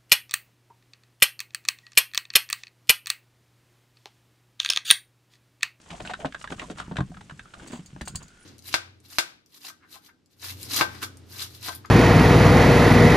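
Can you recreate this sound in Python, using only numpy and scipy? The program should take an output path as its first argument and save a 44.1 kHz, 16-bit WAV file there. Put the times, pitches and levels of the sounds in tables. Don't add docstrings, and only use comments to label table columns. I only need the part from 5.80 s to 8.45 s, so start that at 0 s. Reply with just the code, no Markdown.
import sys
import numpy as np
from scipy import signal
from scipy.fft import rfft, irfft
from scipy.io import wavfile
from scipy.ndimage import uniform_filter1d

SR = 44100
rng = np.random.default_rng(int(sys.argv[2]) if len(sys.argv) > 2 else 0)


def materialize(psi):
    bounded = np.clip(np.atleast_2d(psi).T, -1, 1)
    quanta = np.round(bounded * 32767).astype(np.int16)
    wavfile.write(sys.argv[1], SR, quanta)


N = 116865

# f/Hz, level/dB
RUB_SPECTRUM = [(20, -11), (55, 4), (90, -0.5), (190, 3), (300, -10.5), (450, -18.5), (1000, -58.5)]
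# t/s, level/dB
RUB_LEVEL = [(0, -78), (.15, -45.5), (.62, -55.5), (.85, -45.5), (1.02, -48), (1.33, -45.5), (1.562, -54),
             (1.68, -60), (1.77, -52.5), (2.08, -55), (2.42, -43.5), (2.6, -68)]
# mid-stroke t/s, length/s, scrape level/dB, hiss level/dB, ring f/Hz
STROKES = [(0.146, 0.11, -45.5, -57.5, 853), (0.284, 0.071, -49, -55.5, 864),
           (0.42, 0.043, -40.5, -55.5, 690), (0.618, 0.039, -55, -54.5, 1330),
           (0.725, 0.025, -40.5, -50.5, 577), (0.817, 0.064, -45.5, -55, 1080),
           (0.908, 0.028, -45, -52.5, 505), (0.997, 0.036, -44, -51, 1270), (1.067, 0.06, -52, -69.5, 1210),
           (1.808, 0.091, -56.5, -65, 760), (1.894, 0.11, -47.5, -62.5, 258),
           (2.425, 0.027, -53.5, -67, 980)]
# f/Hz, level/dB
SCRAPE_SPECTRUM = [(130, -0.5), (300, 9.5), (750, 1), (1500, 2.5), (2100, 0), (3200, 1), (5000, -20),
                   (10000, -39)]
# f/Hz, level/dB
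HISS_SPECTRUM = [(1500, -32), (3500, -4.5), (7500, 1), (9300, -4), (10800, -18), (15000, -33.5)]
# f/Hz, level/dB
AIR_SPECTRUM = [(40, -3.5), (200, -5), (500, -20), (1200, -16.5), (2400, -18), (8500, -22), (11000, -33),
                (15500, -48)]
AIR_DB = -61
# t/s, level/dB
WHINE_LEVEL = [(1.5, -98), (1.66, -62), (2.0, -84), (2.3, -63.5), (2.65, -62.5)]
# t/s, level/dB, ring f/Hz, body level/dB, edge level/dB, scuff t60/s
KNOCKS = [(.105, -35, 1120, 4.5, 7, 0.12), (.203, -31.5, 670, -1.5, -3.5, 0.058),
          (.251, -33, 1540, -13, -1, 0.16), (.297, -30, 750, -8.5, -5.5, 0.042),
          (.306, -30.5, 730, -9, -0.5, 0.043), (.447, -21, 680, -5, -25, 0.031),
          (.454, -25, 540, 5.5, -1.5, 0.077), (.704, -36.5, 530, -9, -2, 0.048),
          (.722, -30, 1400, 4.5, -3, 0.026), (.818, -31.5, 1180, 4, -2, 0.1), (.9, -28.5, 477, 8, -3, 0.1),
          (.985, -33, 1310, -54, 2, 0.18), (1.113, -29.5, 940, 8, -12, 0.066),
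          (1.158, -35, 1500, 8, -5, 0.019), (1.185, -26, 900, 3.5, -8.5, 0.035),
          (1.193, -29, 1060, 9.5, -6, 0.022), (1.206, -24.5, 1130, 4.5, -8, 0.04),
          (1.317, -45, 670, 1, -26, 0.03), (1.932, -34, 960, 1.5, -1.5, 0.19),
          (2.163, -40, 790, -1, -18, 0.0069), (2.211, -33, 1670, -3, 1, 0.037),
          (2.275, -34, 950, 0, -0.5, 0.043), (2.349, -40, 970, -35, -5, 0.028)]
# f/Hz, t60/s
CABIN_DECAY = [(100, 0.14), (400, 0.073), (12000, 0.079)]
# t/s, level/dB, f/Hz, t60/s
THUMPS = [(.112, -32, 150, 0.045), (.232, -38, 205, 0.059), (.452, -18, 215, 0.02),
          (.716, -24.5, 263, 0.042), (1.081, -24, 190, 0.015), (1.117, -21.5, 195, 0.048),
          (1.187, -20, 128.4, 0.125), (1.2095, -16, 128, 0.064), (1.305, -30.5, 169, 0.046),
          (1.522, -33, 136, 0.065), (1.932, -25.5, 243, 0.066), (1.992, -30, 181, 0.05),
          (2.132, -36.5, 126.5, 0.14), (2.213, -29.5, 216, 0.051), (2.215, -33.5, 71, 0.08),
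          (2.27, -39.5, 116, 0.1), (2.352, -29, 105, 0.093)]
# t/s, level/dB, ring f/Hz, edge level/dB
TAPS = [(.274, -35, 2760, 5), (.336, -27, 1520, 0), (.524, -40.5, 1600, 9), (.546, -29, 1560, -3.5),
        (.613, -41.5, 1340, 5), (.642, -31, 1140, -2.5), (.675, -35.5, 1600, 1), (.796, -30.5, 2250, 4),
        (1.0, -28, 1255, -2), (1.168, -28, 1620, 8.5), (1.343, -46, 1580, -2), (1.37, -41.5, 1300, -3.5),
        (1.409, -42.5, 800, 1), (1.497, -38.5, 1590, -3), (1.509, -41, 1230, -1), (1.594, -36.5, 1550, 2.5),
        (1.656, -47.5, 1250, -17), (1.738, -38.5, 1210, 1), (1.797, -45, 1580, -6), (1.845, -51, 1620, -28)]
# t/s, level/dB, strongest ring f/Hz, rattle t60/s
CLINKS = [(1.874, -42.5, 7940, 0.052), (1.918, -40.5, 7850, 0.29), (2.06, -45.5, 6840, 0.035),
          (2.215, -42, 3300, 0.0094), (2.254, -41.5, 7100, 0.21), (2.279, -32.5, 8500, 0.032),
          (2.356, -28, 7850, 0.027), (2.427, -45, 6700, 0.032), (2.481, -51.5, 6700, 0.021)]
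CLIP_MODES = [(3335, -9, .06), (4377, -9, .06), (4635, 2.5, .06), (4974, -9, .07), (6702, -3, .08),
              (6860, -5, .065), (7500, -6, .05), (7900, -3, .025), (8420, -5, .04), (8970, -2, .05)]
CLIP_TICK = [(500, -13), (3400, 1), (6100, 5), (6900, 10.5), (8300, 7), (10000, -14), (15000, -11)]
# f/Hz, coefficient (0-1)
CORRELATION = [(150, 0.97), (350, 0.95), (700, 0.69), (1400, 0.3), (3000, 0.64), (6000, 0.68)]
EDGE_HZ = 15900


def amp(db):
    return 10 ** (np.asarray(db) / 20)


def unit(x):
    return x / np.sqrt(np.mean(x ** 2) + 1e-20)


def read(points, hz):
    f, value = np.transpose(points)
    return np.interp(np.log(hz + 1), np.log(f + 1), value)


def add(mix, s, sound):
    part = mix[:, max(round(s * SR), 0):][:, :sound.shape[1]]
    part += sound[:, :part.shape[1]]


def pair(z):
    size = z.shape[1]
    same = np.clip(read(CORRELATION, np.fft.rfftfreq(size, 1 / SR)), 0, 1)
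    mid, side = rfft(z) * np.sqrt([(1 + same) / 2, (1 - same) / 2])
    return irfft([mid + side, mid - side], size)


def colour(x, db_at):
    size = 4096
    gain_db = np.maximum(db_at(abs(np.fft.fftfreq(size, 1 / SR))), -90)
    log_gain = np.log(amp(gain_db))
    response = np.exp(np.conj(signal.hilbert(log_gain)))
    taps = np.fft.ifft(response).real[:size // 2]
    return signal.fftconvolve(x, taps[None], axes=1)[:, :x.shape[1]]


def bump(f, hz, octaves):
    return 1 / (1 + (np.log2((f + 1) / hz) / octaves) ** 2)


def fade(t, t60):
    return np.exp(-np.log(1000) * t / max(t60, .002))


def struck(x, db):
    return amp(db) * x / np.sqrt(np.sum(x ** 2) / 2 / (.005 * SR))


def friction(spectrum, grains_per_s, spread_db, clump_db):
    clumps = uniform_filter1d(rng.standard_normal(N), size=400)
    clumps = unit(uniform_filter1d(clumps, size=200))
    present = rng.random(N) < grains_per_s / SR
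    sizes = amp(spread_db * np.minimum(rng.exponential(1, N), 4)) * present
    grains = pair(rng.standard_normal((2, N)) * sizes * amp(clump_db * clumps))
    return unit(colour(grains, lambda f: read(spectrum, f)))


def rubbing():
    level = np.interp(np.arange(N) / SR, *np.transpose(RUB_LEVEL))
    return amp(level) * friction(RUB_SPECTRUM, grains_per_s=2000, spread_db=2, clump_db=3)


def catches(s, length, hz, count=14, cycles=3, scatter_octaves=0.26, glide=0.075, reach=.65):
    out, t = np.zeros((2, N)), np.arange(SR // 20) / SR
    for when, pitch, slide, *sizes in rng.standard_normal((count, 5)):
        turns = (t - t.mean()) * hz * 2 ** (scatter_octaves * pitch)
        envelope = np.exp(-(turns / cycles) ** 2)
        grain = envelope * np.sin(2 * np.pi * turns * (1 + glide * slide * turns / cycles))
        start = s + np.tanh(when) * reach * length - t.mean()
        add(out, start, np.outer(sizes, grain))
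    return unit(pair(out))


def rustle(rest_scrape_db=-63, rest_hiss_db=-68, ring_db=8, ring_octaves=1.0, catch_db=-2, smooth_db=-4):
    t = np.arange(N) / SR
    grains = friction(SCRAPE_SPECTRUM, grains_per_s=2400, spread_db=2.5, clump_db=3.5)
    scrape, hiss_gain = amp(rest_scrape_db) * grains, amp(rest_hiss_db)
    for s, length, scrape_db, hiss_db, hz in STROKES:
        swell = np.exp(-2 * ((t - s) / length) ** 2)
        ringing = unit(colour(grains, lambda f: ring_db * bump(f, hz, ring_octaves)))
        smooth = amp(smooth_db) * swell * ringing
        caught = amp(catch_db) * swell.std() * catches(s, length, hz)
        scrape = scrape + amp(scrape_db) * (smooth + caught)
        hiss_gain = hiss_gain + amp(hiss_db) * swell
    return scrape + hiss_gain * friction(HISS_SPECTRUM, grains_per_s=15000, spread_db=2, clump_db=3.0)


def air(whine_hz=1430, whine_octaves=0.098):
    noise = pair(rng.standard_normal((2, N)))
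    background = unit(colour(noise, lambda f: read(AIR_SPECTRUM, f)))
    whine = unit(colour(noise, lambda f: 20 * np.log10(bump(f, whine_hz, whine_octaves))))
    level = np.interp(np.arange(N) / SR, *np.transpose(WHINE_LEVEL))
    return amp(AIR_DB) * background + amp(level) * whine


def contact(length, snap, rise_s=0.00058, ragged_db=3):
    t = np.arange(4096) / SR
    clusters = unit(uniform_filter1d(rng.standard_normal(len(t)), size=150))
    envelope = fade(t, length) * (1 - np.exp(-t / rise_s))
    slips = rng.standard_normal((2, len(t))) * amp(ragged_db * clusters) * envelope
    slips /= np.sqrt(np.sum(slips ** 2) / 2)
    slips[0, 0] += snap
    return pair(slips)


def knock(db, hz, body_db, edge_db, length, ring_db=9, ring_octaves=0.21,
          panel_db=7, panel_octaves=0.071, snap=0.46):
    shape = [(40, -30.0), (130, body_db), (300, body_db + 8.5), (430, body_db / 2 + 0.5),
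             (650, -2.0), (1600, -1), (2200, edge_db - 4.5), (3600, edge_db - 5.0),
             (5300, edge_db - 17.5), (8500, edge_db - 19), (11000, edge_db - 41.5), (15500, edge_db - 50)]

    def gain_db(f):
        panel = panel_db * (bump(f, 603.3, panel_octaves) + bump(f, 735.6, panel_octaves))
        return read(shape, f) + ring_db * bump(f, hz, ring_octaves) + panel

    return struck(colour(contact(length, snap), gain_db), db)


def cabin(x, wet_db=-10, delay_s=0.0052):
    noise = pair(rng.standard_normal((2, SR // 3)))
    hz, t, z = signal.stft(noise, SR, nperseg=256)
    decay = np.exp(-np.log(1000) * t / read(CABIN_DECAY, hz)[:, None])
    tail = signal.istft(z * decay, SR)[1]
    tail = tail * np.clip(np.arange(tail.shape[1]) / SR / delay_s - 1, 0, 1)
    tail = tail / np.linalg.norm(tail[0])
    return x + amp(wet_db) * signal.fftconvolve(x, tail, axes=1)[:, :N]


def thump(db, hz, t60, rise_s=0.0022, overtone_db=-9, under_db=-17):
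    t = np.arange(SR // 3) / SR
    turn = 2 * np.pi * hz * t
    swing = np.sin(turn) + amp(overtone_db) * np.sin(1.42 * turn) + amp(under_db) * np.sin(.72 * turn)
    envelope = (1 - np.exp(-t / rise_s)) * fade(t, t60)
    return np.tile(amp(db) * np.sqrt(2) * swing * envelope, (2, 1))


def tap(db, hz, edge_db, length=0.029, snap=0.4, body_db=-13):
    return knock(db, hz, body_db, edge_db, length, ring_db=13, ring_octaves=.25, panel_db=0, snap=snap)


def clink(db, hz, length, focus_db=7, tick_db=0, wander_hz=430):
    t = np.arange(SR // 10) / SR
    touch = contact(length, snap=0.25)
    modes = np.zeros(len(t))
    for f, level, t60 in CLIP_MODES:
        phase = 2 * np.pi * np.cumsum(f + wander_hz * rng.standard_normal(len(t))) / SR
        modes += amp(level + focus_db * bump(f, hz, 0.09)) * fade(t, t60) * np.sin(phase)
    ringing = unit(signal.fftconvolve(touch, modes[None], axes=1)[:, :touch.shape[1]])
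    tick = unit(colour(touch, lambda f: read(CLIP_TICK, f) + focus_db * bump(f, hz, 0.091)))
    return struck(ringing + amp(tick_db) * tick, db)


def whistle(start_s=2.594, hz=9400, glide_hz_per_s=2200, db=-63, rise_s=0.0067, flutter_db=5):
    t = np.maximum(np.arange(N) / SR - start_s, 0)
    flutter = unit(uniform_filter1d(rng.standard_normal(N), size=300))
    tone = np.sin(2 * np.pi * (hz + glide_hz_per_s * t / 2) * t)
    return amp(db + flutter_db * flutter) * np.minimum(t / rise_s, 1) * tone


def scene():
    hits = np.zeros((2, N))
    for table, source in ((KNOCKS, knock), (THUMPS, thump), (TAPS, tap), (CLINKS, clink)):
        for s, *row in table:
            add(hits, s, source(*row))
    return cabin(hits) + rubbing() + rustle() + air() + whistle()


def record(dry):
    low_pass = signal.firwin(511, EDGE_HZ, window=("kaiser", 9), fs=SR)
    return signal.oaconvolve(dry, low_pass[None], "same")


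dry = scene()
out = record(dry)
materialize(out)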